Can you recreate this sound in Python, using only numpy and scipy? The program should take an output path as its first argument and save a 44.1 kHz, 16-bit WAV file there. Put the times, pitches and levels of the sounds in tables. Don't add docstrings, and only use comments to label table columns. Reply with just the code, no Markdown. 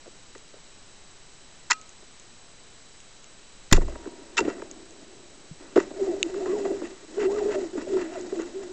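import sys
import numpy as np
from scipy import signal
from scipy.fft import rfft, irfft
from scipy.io import wavfile
from scipy.ndimage import uniform_filter1d

SR = 44100
rng = np.random.default_rng(int(sys.argv[2]) if len(sys.argv) > 2 else 0)


def output_pcm(signal):
    pcm = np.clip(np.atleast_2d(signal).T, -1, 1) * 32767
    wavfile.write(sys.argv[1], SR, np.round(pcm).astype(np.int16))


N = 384895


def amp(db):
    return 10 ** (np.asarray(db) / 20)


def rms_one(x):
    return x / np.sqrt(np.mean(x ** 2) + 1e-20)


def above(x, hz):
    return signal.sosfilt(signal.butter(4, hz, "high", fs=SR, output="sos"), x)


def stretch(rows):
    s, *columns = np.transpose(rows)
    at = np.arange(round(s[0] * SR), min(round(s[-1] * SR), N))
    return at, [np.interp(at / SR, s, column) for column in columns]


def drift(rate_hz):
    r = np.exp(-2 * np.pi * rate_hz / SR)
    slow = signal.lfilter([1], [1, -2 * r, r * r], rng.standard_normal(N + SR))
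    return rms_one(slow[SR:])


def body(x, modes):
    out, power = 0, 0
    for k, (hz, width_hz, db) in enumerate(modes):
        r = np.exp(-np.pi * width_hz / SR)
        b = amp(db) * (-1) ** k * (1 - r * r) / 2 * np.array([1, 0, -1])
        a = [1, -2 * r * np.cos(2 * np.pi * hz / SR), r * r]
        out = out + signal.lfilter(b, a, x + 1e-18)
        power += amp(2 * db) * np.pi * width_hz / SR
    return out / np.sqrt(power)


# (frequency [Hz], relative density [dB per Hz])
HISS_SPECTRUM = [(8.8, -28.5), (15, 1.5), (49, -18), (87, -15.5), (340, -17.5), (399, -16.5), (444, -19),
                 (1130, -22), (3460, -24), (3950, -24), (7110, -24), (7910, -22.5), (8800, -15),
                 (11400, -77), (19400, -120)]
# (frequency [Hz], level [dB rms])
WHINE_TONES = [(3047, -73), (3871, -70), (3989, -72), (4021, -70), (7827, -74), (7860, -66), (7887, -67),
               (7919, -75), (8113, -70), (8140, -70)]
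HISS_DB_RMS = -51


def recorder_noise():
    hz, db = np.transpose(HISS_SPECTRUM)
    grid_hz = np.maximum(np.fft.rfftfreq(N, 1 / SR), 1)
    gain = amp(np.interp(np.log(grid_hz), np.log(hz), db))
    hiss = irfft(rfft(rng.standard_normal(N)) * gain, N)
    t = np.arange(N) / SR
    whine = np.zeros(N)
    for tone_hz, tone_db in WHINE_TONES:
        whine += np.sqrt(2) * amp(tone_db) * np.sin(2 * np.pi * (tone_hz * t + rng.random()))
    return amp(HISS_DB_RMS) * rms_one(hiss) + whine


WASH_S, WASH_DB_RMS, WASH_T60_S, WASH_BAND_HZ = 3.735, -18.5, 0.38, [25, 112]


def wash():
    age = np.arange(N) / SR - WASH_S
    band = signal.butter(2, WASH_BAND_HZ, "band", fs=SR, output="sos")
    rumble = rms_one(signal.sosfilt(band, rng.standard_normal(N)))
    return rumble * amp(WASH_DB_RMS - 60 * np.maximum(age, 0) / WASH_T60_S) * (age > 0)


# (start [s], fastest [s], end [s], top pitch [Hz], level at rest pitch [dB rms])
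LINE_SQUEAKS = [(5.955, 5.96, 6.01, 680, -41), (6.05, 6.09, 6.15, 730, -45), (6.39, 6.514, 6.62, 1136, -42),
                (6.655, 6.66, 6.75, 774, -39), (7.27, 7.362, 7.44, 1215, -39), (7.45, 7.544, 7.6, 628, -39),
                (8.06, 8.14, 8.19, 745, -44), (8.335, 8.34, 8.39, 800, -42)]
SQUEAK_REST_HZ, SQUEAK_DB_PER_OCTAVE, SQUEAK_ARCH_POWER = 520, -7, 1.7


def squeaks(waver, flutter_db):
    out, unsteady, flutter = np.zeros(N), drift(45), drift(27)
    for start_s, fastest_s, end_s, top_hz, db in LINE_SQUEAKS:
        at, (away,) = stretch([(start_s, 1), (fastest_s, 0), (end_s, 1)])
        octaves = np.log2(top_hz / SQUEAK_REST_HZ) * (1 - away ** SQUEAK_ARCH_POWER)
        hz = SQUEAK_REST_HZ * 2 ** octaves * (1 + waver * unsteady[at])
        phase = 2 * np.pi * np.cumsum(hz) / SR
        level = amp(db + SQUEAK_DB_PER_OCTAVE * octaves + flutter_db * flutter[at])
        out[at] += np.sqrt(2) * level * np.sin(phase) * signal.windows.tukey(len(at), .2)
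    return out


# (time [s], hum level before flutter [dB rms], mean pitch [Hz])
PULL_BOUTS = [
    [(5.94, -45.5, 388), (5.972, -42.5, 368.6), (5.998, -38, 413), (6.026, -20.5, 368),
     (6.054, -36.5, 387.5), (6.082, -28, 393), (6.102, -26, 342), (6.126, -31, 390.6), (6.164, -34.5, 377),
     (6.176, -35.5, 391), (6.202, -45.5, 394.6), (6.244, -38, 358), (6.256, -31.5, 333.5),
     (6.272, -32, 327), (6.29, -44, 366), (6.3, -35, 364)],
    [(6.3, -45, 393), (6.35, -33, 366.7), (6.364, -29.5, 413.5), (6.424, -36, 386), (6.5, -26, 360),
     (6.518, -28, 391.6), (6.586, -32.5, 411.7), (6.728, -27.5, 375.4), (6.766, -39, 395),
     (6.83, -40, 366.7), (6.844, -31.5, 329), (6.88, -45, 411), (6.912, -45.5, 337), (6.942, -49, 390.5),
     (6.988, -69.5, 328), (7.05, -46, 406)],
    [(7.08, -50, 328.5), (7.122, -48, 319.6), (7.158, -38.5, 354), (7.176, -30, 409), (7.204, -29, 429.7),
     (7.268, -25.5, 381), (7.316, -26, 407), (7.366, -25, 401), (7.408, -32.5, 421), (7.462, -26, 407.4),
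     (7.498, -29, 419), (7.528, -30, 380.4), (7.612, -29, 391.3), (7.626, -29.5, 350), (7.674, -38.5, 325),
     (7.72, -55, 320.4)],
    [(7.73, -40.5, 366.5), (7.784, -26.5, 347.7), (7.81, -40, 380.5), (7.828, -40, 341),
     (7.898, -31, 391.6), (7.956, -23.5, 389.6), (8.07, -37.5, 321.7), (8.132, -40.5, 372.8),
     (8.282, -38, 346.7), (8.348, -39.5, 392), (8.392, -29.5, 341.2), (8.472, -45.5, 349.6),
     (8.53, -46.5, 322.5), (8.564, -36.5, 409), (8.684, -44.5, 356), (8.728, -39, 394.5)],
]


def hum(waver, flutter_db):
    out, unsteady, flutter = np.zeros(N), drift(49), amp(flutter_db * drift(25))
    for rows in PULL_BOUTS:
        at, (db, hz) = stretch(rows)
        phase = 2 * np.pi * np.cumsum(hz * (1 + waver * unsteady[at])) / SR
        out[at] = np.sqrt(2) * amp(db) * flutter[at] * np.sin(phase)
    return out


# (start [s], low force [dB rms], middle force [dB rms], high force [dB rms], t60 [s])
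DRAGS = [(3.74, -60, -29, -35.5, 0.18), (3.8, -37.5, -53.5, -63, 5), (4.409, -22, -41, -54, 0.73),
         (4.41, -42, -66, -70, 7.0), (5.598, -41.5, -50.5, -70, 1.4), (5.799, -25, -39.5, -46.5, 0.32),
         (5.905, -28, -48, -56, 0.25)]
# (start [s], length [s], middle force [dB rms])
LINE_SCRAPES = [(4.444, 0.05, -50), (4.473, 0.073, -41), (5.76, 0.045, -31.5), (6.452, 0.095, -44),
                (6.641, 0.026, -39.5), (6.825, .04, -42), (7.184, 0.097, -33), (7.373, 0.027, -37),
                (7.477, 0.094, -38.5), (7.775, 0.049, -41), (7.96, 0.084, -39.5), (8.003, 0.21, -44.5),
                (8.39, 0.053, -42)]
SCRAPE_HIGH_DB = -16.5
# [middle, low, high] force at the mean pull; share of the pull's dB swing
RUB_DB_RMS, RUB_FOLLOWS, RUB_SMOOTH_S = [-49, -33.5, -54], [0.34, 0.68, 0.35], 0.092


def rubbing(lumpy_db, slips_hz):
    power, t = np.zeros((3, N)), np.arange(N) / SR
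    for s, low_db, middle_db, high_db, t60_s in DRAGS:
        fade_db = 60 * np.maximum(t - s, 0) / t60_s
        power += (t > s) * amp(2 * (np.c_[[middle_db, low_db, high_db]] - fade_db))
    mean_db = np.mean([row[1] for rows in PULL_BOUTS for row in rows])
    for rows in PULL_BOUTS:
        at, (db, _) = stretch(rows)
        swing_db = uniform_filter1d(db, round(RUB_SMOOTH_S * SR), mode="nearest") - mean_db
        power[:, at] += amp(2 * (np.c_[RUB_DB_RMS] + np.c_[RUB_FOLLOWS] * swing_db))
    for s, length_s, db in LINE_SCRAPES:
        at, _ = stretch([(s,), (s + length_s,)])
        window = signal.windows.tukey(len(at), .5)
        power[::2, at] += amp(2 * np.c_[[db, db + SCRAPE_HIGH_DB]]) * window
    patches = amp(np.c_[lumpy_db] * drift(slips_hz))
    patches /= np.sqrt(np.mean(patches ** 2, axis=1, keepdims=True))
    return np.sqrt(power) * rng.standard_normal((3, N)) * patches


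# (time [s], level of lower modes [dB], level of upper mode [dB])
PART_TICKS = [(0.3804, -48, -39), (1.814, -49, -33), (1.8928, -49, -33.5), (2.198, -50, -35),
              (3.003, -43, -38), (3.243, -45, -35), (4.713, -49, -26), (4.9083, -51, -37),
              (5.015, -57, -42), (5.762, -26, -46), (6.229, -7, -11), (6.264, -46, -53), (8.212, -60, -32),
              (8.4195, -46, -30.5)]
# (frequency [Hz], t60 [s], gain on tick level [dB], level column [0 lower, 1 upper])
TICK_RESONANCES = [(2850, 0.0072, -0.5, 0), (3710, 0.0041, -2, 0), (6700, 0.0048, 1.5, 1)]


def ticks(bounce_ms, bounce_db):
    s, *levels_db = np.transpose(PART_TICKS)
    out = np.zeros(N)
    for hz, t60_s, gain_db, column in TICK_RESONANCES:
        clicks = np.zeros(N)
        clicks[np.round(s * SR).astype(int)] = amp(gain_db + levels_db[round(column)])
        clicks += amp(bounce_db) * np.roll(clicks, round(bounce_ms * SR / 1000))
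        r, w = amp(-60 / (t60_s * SR)), 2 * np.pi * hz / SR
        out += signal.lfilter([0, np.sin(w)], [1, -2 * r * np.cos(w), r * r], clicks + 1e-18)
    return above(out, 2150)


# (start [s], frequency [Hz], undecayed level [dB peak], t60 [s])
PART_RINGS = [(1.72, 1277, -37, 0.34), (1.723, 2430, -47, 0.21), (1.722, 4280, -59, 0.63),
              (3.724, 21.7, -2, 0.36), (3.766, 36, -23, 0.14), (3.801, 57, -29, 0.59),
              (3.95, 949, -52.5, 2), (5.512, 158, -30, 0.074)]
SHOCK_S, SHOCK_MS, SHOCK_DB_PEAK = 3.7243, 3.2, 1.5


def rings(rise_cycles):
    t = np.arange(N) / SR
    shock_phase = np.clip((t - SHOCK_S) * 1000 / SHOCK_MS, 0, 1)
    out = -amp(SHOCK_DB_PEAK) * np.sin(np.pi * shock_phase) ** 2
    for s, hz, db, t60_s in PART_RINGS:
        age = np.maximum(t - s, 0)
        rise = 1 - np.exp(-age * hz / rise_cycles)
        out -= amp(db - 60 * age / t60_s) * rise * np.sin(2 * np.pi * hz * age)
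    return out


KNOCK_HIGH_DB = -6.5
# (start [s], first touch level [dB])
CHATTER_STARTS = [(3.78, -42.5), (4.41, -43)]
CHATTER_S, CHATTER_FADE_DB, CHATTER_SPREAD_DB = 0.46, 24, 4.5
CHATTER_RISE_MS, CHATTER_LOW_DB = 1.4, 3


def chatter(count):
    rows = []
    for s, db in CHATTER_STARTS:
        for late, spot, size in rng.random((count, 3)):
            mid_db = db - CHATTER_FADE_DB * late + CHATTER_SPREAD_DB * (2 * size - 1)
            rows.append((s + CHATTER_S * late, mid_db, mid_db + CHATTER_LOW_DB, mid_db + KNOCK_HIGH_DB,
                         900 * 4.0 ** spot, CHATTER_RISE_MS, 300 * 2.5 ** spot))
    return rows


# (time [s], middle force [dB], low force [dB],
# high force [dB], favoured pitch [Hz], nominal rise [ms])
HARD_CLACKS = [(1.699, -30, -52, -30, 1130, 3), (1.704, -20.5, -69, -23, 2150, 2),
               (1.71, -14.5, -47, -8.5, 1310, 0.47), (1.714, -14.5, -53, -18, 2500, 2.2),
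               (1.727, -38, -68, -29, 1370, 3.3), (3.711, -33.5, -29, -32, 1710, 3.4),
               (3.724, -19.5, -24.5, -10, 1130, 2.5), (3.727, -17.5, -33, -11.5, 2180, 2.83),
               (3.763, -38, -41, -31.5, 1280, 3.7), (4.368, -31.5, -39, -26.5, 1780, 2.4),
               (4.374, -15.5, -46, -23, 2960, 5.9), (4.385, -25.5, -31, -27.5, 830, 4.9),
               (4.402, -29, -30.5, -29.5, 3110, 2.5), (4.446, -40, -42, -54, 2730, 4.7)]
# (time [s], low force [dB], middle force [dB], thud pitch [Hz])
DULL_KNOCKS = [(0.056, -46.5, -58, 530), (0.071, -47.5, -63, 510), (0.349, -45.5, -46.5, 474),
               (0.535, -49, -60, 540), (0.557, -49.5, -63, 600), (2.021, -54, -62, 412),
               (3.773, -24.5, -38, 550), (3.809, -39.5, -49, 430), (3.879, -38, -44.5, 623),
               (3.921, -47, -54, 610), (3.953, -40, -45, 600), (4.025, -51, -57, 400),
               (4.054, -39, -49, 464), (4.07, -39, -49, 346), (4.475, -25, -45, 437),
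               (4.498, -43, -38.5, 450), (4.594, -41, -50, 450), (4.617, -37, -41, 480),
               (5.757, -16.5, -33, 410), (5.764, -16, -34, 593), (5.773, -19.5, -29, 395),
               (5.799, -35, -34, 350), (5.906, -37, -64, 310), (6.064, -34, -59, 706),
               (6.161, -35, -58, 700), (6.34, -41, -43.5, 399), (6.456, -29.5, -40.5, 400),
               (6.649, -27, -41, 680), (6.709, -28, -48, 526), (6.815, -31.5, -46, 375),
               (7.177, -33, -48, 657), (7.227, -28.5, -42, 435), (7.746, -32.5, -63, 400),
               (7.775, -28, -43, 326), (7.866, -35, -63, 594), (7.967, -34.5, -40.5, 380),
               (8.153, -42, -45, 643), (8.32, -31, -48, 400.9), (8.39, -33.5, -45, 374.8)]
CLACK_THUD_HZ, KNOCK_SPOT_HZ, KNOCK_RISE_MS = 412, 1100, 2.2
SPOT_WIDTH, THUD_WIDTH, THUD_DB = .45, .25, 0
LOW_RISE_FACTOR = 2.4
BURST_SAMPLES = 4000


def blows():
    rows = [(*row, CLACK_THUD_HZ) for row in HARD_CLACKS]
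    for s, low_db, mid_db, thud_hz in DULL_KNOCKS:
        rows.append((s, mid_db, low_db, mid_db + KNOCK_HIGH_DB, KNOCK_SPOT_HZ, KNOCK_RISE_MS, thud_hz))
    rows += chatter(count=24)
    force = np.zeros((3, N))
    grits = rng.standard_normal((len(rows), 3, BURST_SAMPLES))
    for (s, *levels_db, spot_hz, ms, thud_hz), grit in zip(rows, grits):
        rise_ms = np.clip(ms * np.c_[[1, LOW_RISE_FACTOR, 1]], .3, 12)
        t = np.arange(BURST_SAMPLES) / (rise_ms * SR / 1000)
        shape = (t * np.exp(1 - t)) ** 2
        spot = body(grit[0], [(spot_hz, SPOT_WIDTH * spot_hz, 0)])
        thud = grit[1] + amp(THUD_DB) * body(grit[1], [(thud_hz, THUD_WIDTH * thud_hz, 0)])
        burst = np.array([spot, thud, grit[2]]) * shape
        shape_energy = np.sum(shape ** 2, axis=1, keepdims=True)
        burst *= np.sqrt(shape_energy / np.sum(burst ** 2, axis=1, keepdims=True))
        i = round(s * SR)
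        force[:, i:i + BURST_SAMPLES] += (amp(levels_db)[:, None] * burst)[:, :N - i]
    return force


# (frequency [Hz], width [Hz], relative gain [dB])
BARREL_LOW = [(283, 335, -13.5), (292.2, 172, -3.5), (394.5, 83.6, -3), (521, 258, -10), (668, 264, -12.5)]
BARREL_MIDDLE = [(912, 80, 7.5), (1154, 328, 7), (1385, 554, 6), (1968, 128, 7.5), (2505, 500, -5),
                 (2716, 50, 5.5), (2900, 210, -13)]
BARREL_HIGH = [(3630, 1860, -12), (5780, 570, -9), (6010, 140, -6), (7060, 460, -4)]
BRIGHT_FROM_HZ, LOW_FROM_HZ = 640, 160
SWAY_HZ, SWAY_WIDTH_HZ, SWAY_DB = 30, 65, -25


def barrel(force):
    middle, low, high = force
    bright = above(body(middle, BARREL_MIDDLE) + body(high, BARREL_HIGH), BRIGHT_FROM_HZ)
    sway = amp(SWAY_DB) * body(low, [(SWAY_HZ, SWAY_WIDTH_HZ, 0)])
    return above(body(low, BARREL_LOW), LOW_FROM_HZ) + sway + bright


def scene():
    background = recorder_noise() + wash()
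    line = squeaks(waver=.04, flutter_db=4.5) + hum(waver=.035, flutter_db=3.2)
    force = rubbing(lumpy_db=[2.5, 1.5, 2.5], slips_hz=28) + blows()
    gun = barrel(force) + ticks(bounce_ms=.8, bounce_db=-16) + rings(rise_cycles=0.23)
    return (background + line + gun)[None]


MIC_STOP_HZ, CUTOFF_STOP_HZ = 9000, 16640
OVERLOAD, OFFSET = .71, -.0024


def record(dry):
    mic = signal.cheby2(14, 60, MIC_STOP_HZ, fs=SR, output="sos")
    clipped = np.clip(signal.sosfilt(mic, dry), -OVERLOAD, OVERLOAD)
    cutoff = signal.cheby2(12, 70, CUTOFF_STOP_HZ, fs=SR, output="sos")
    return signal.sosfilt(cutoff, clipped + OFFSET)


dry = scene()
out = record(dry)
output_pcm(out)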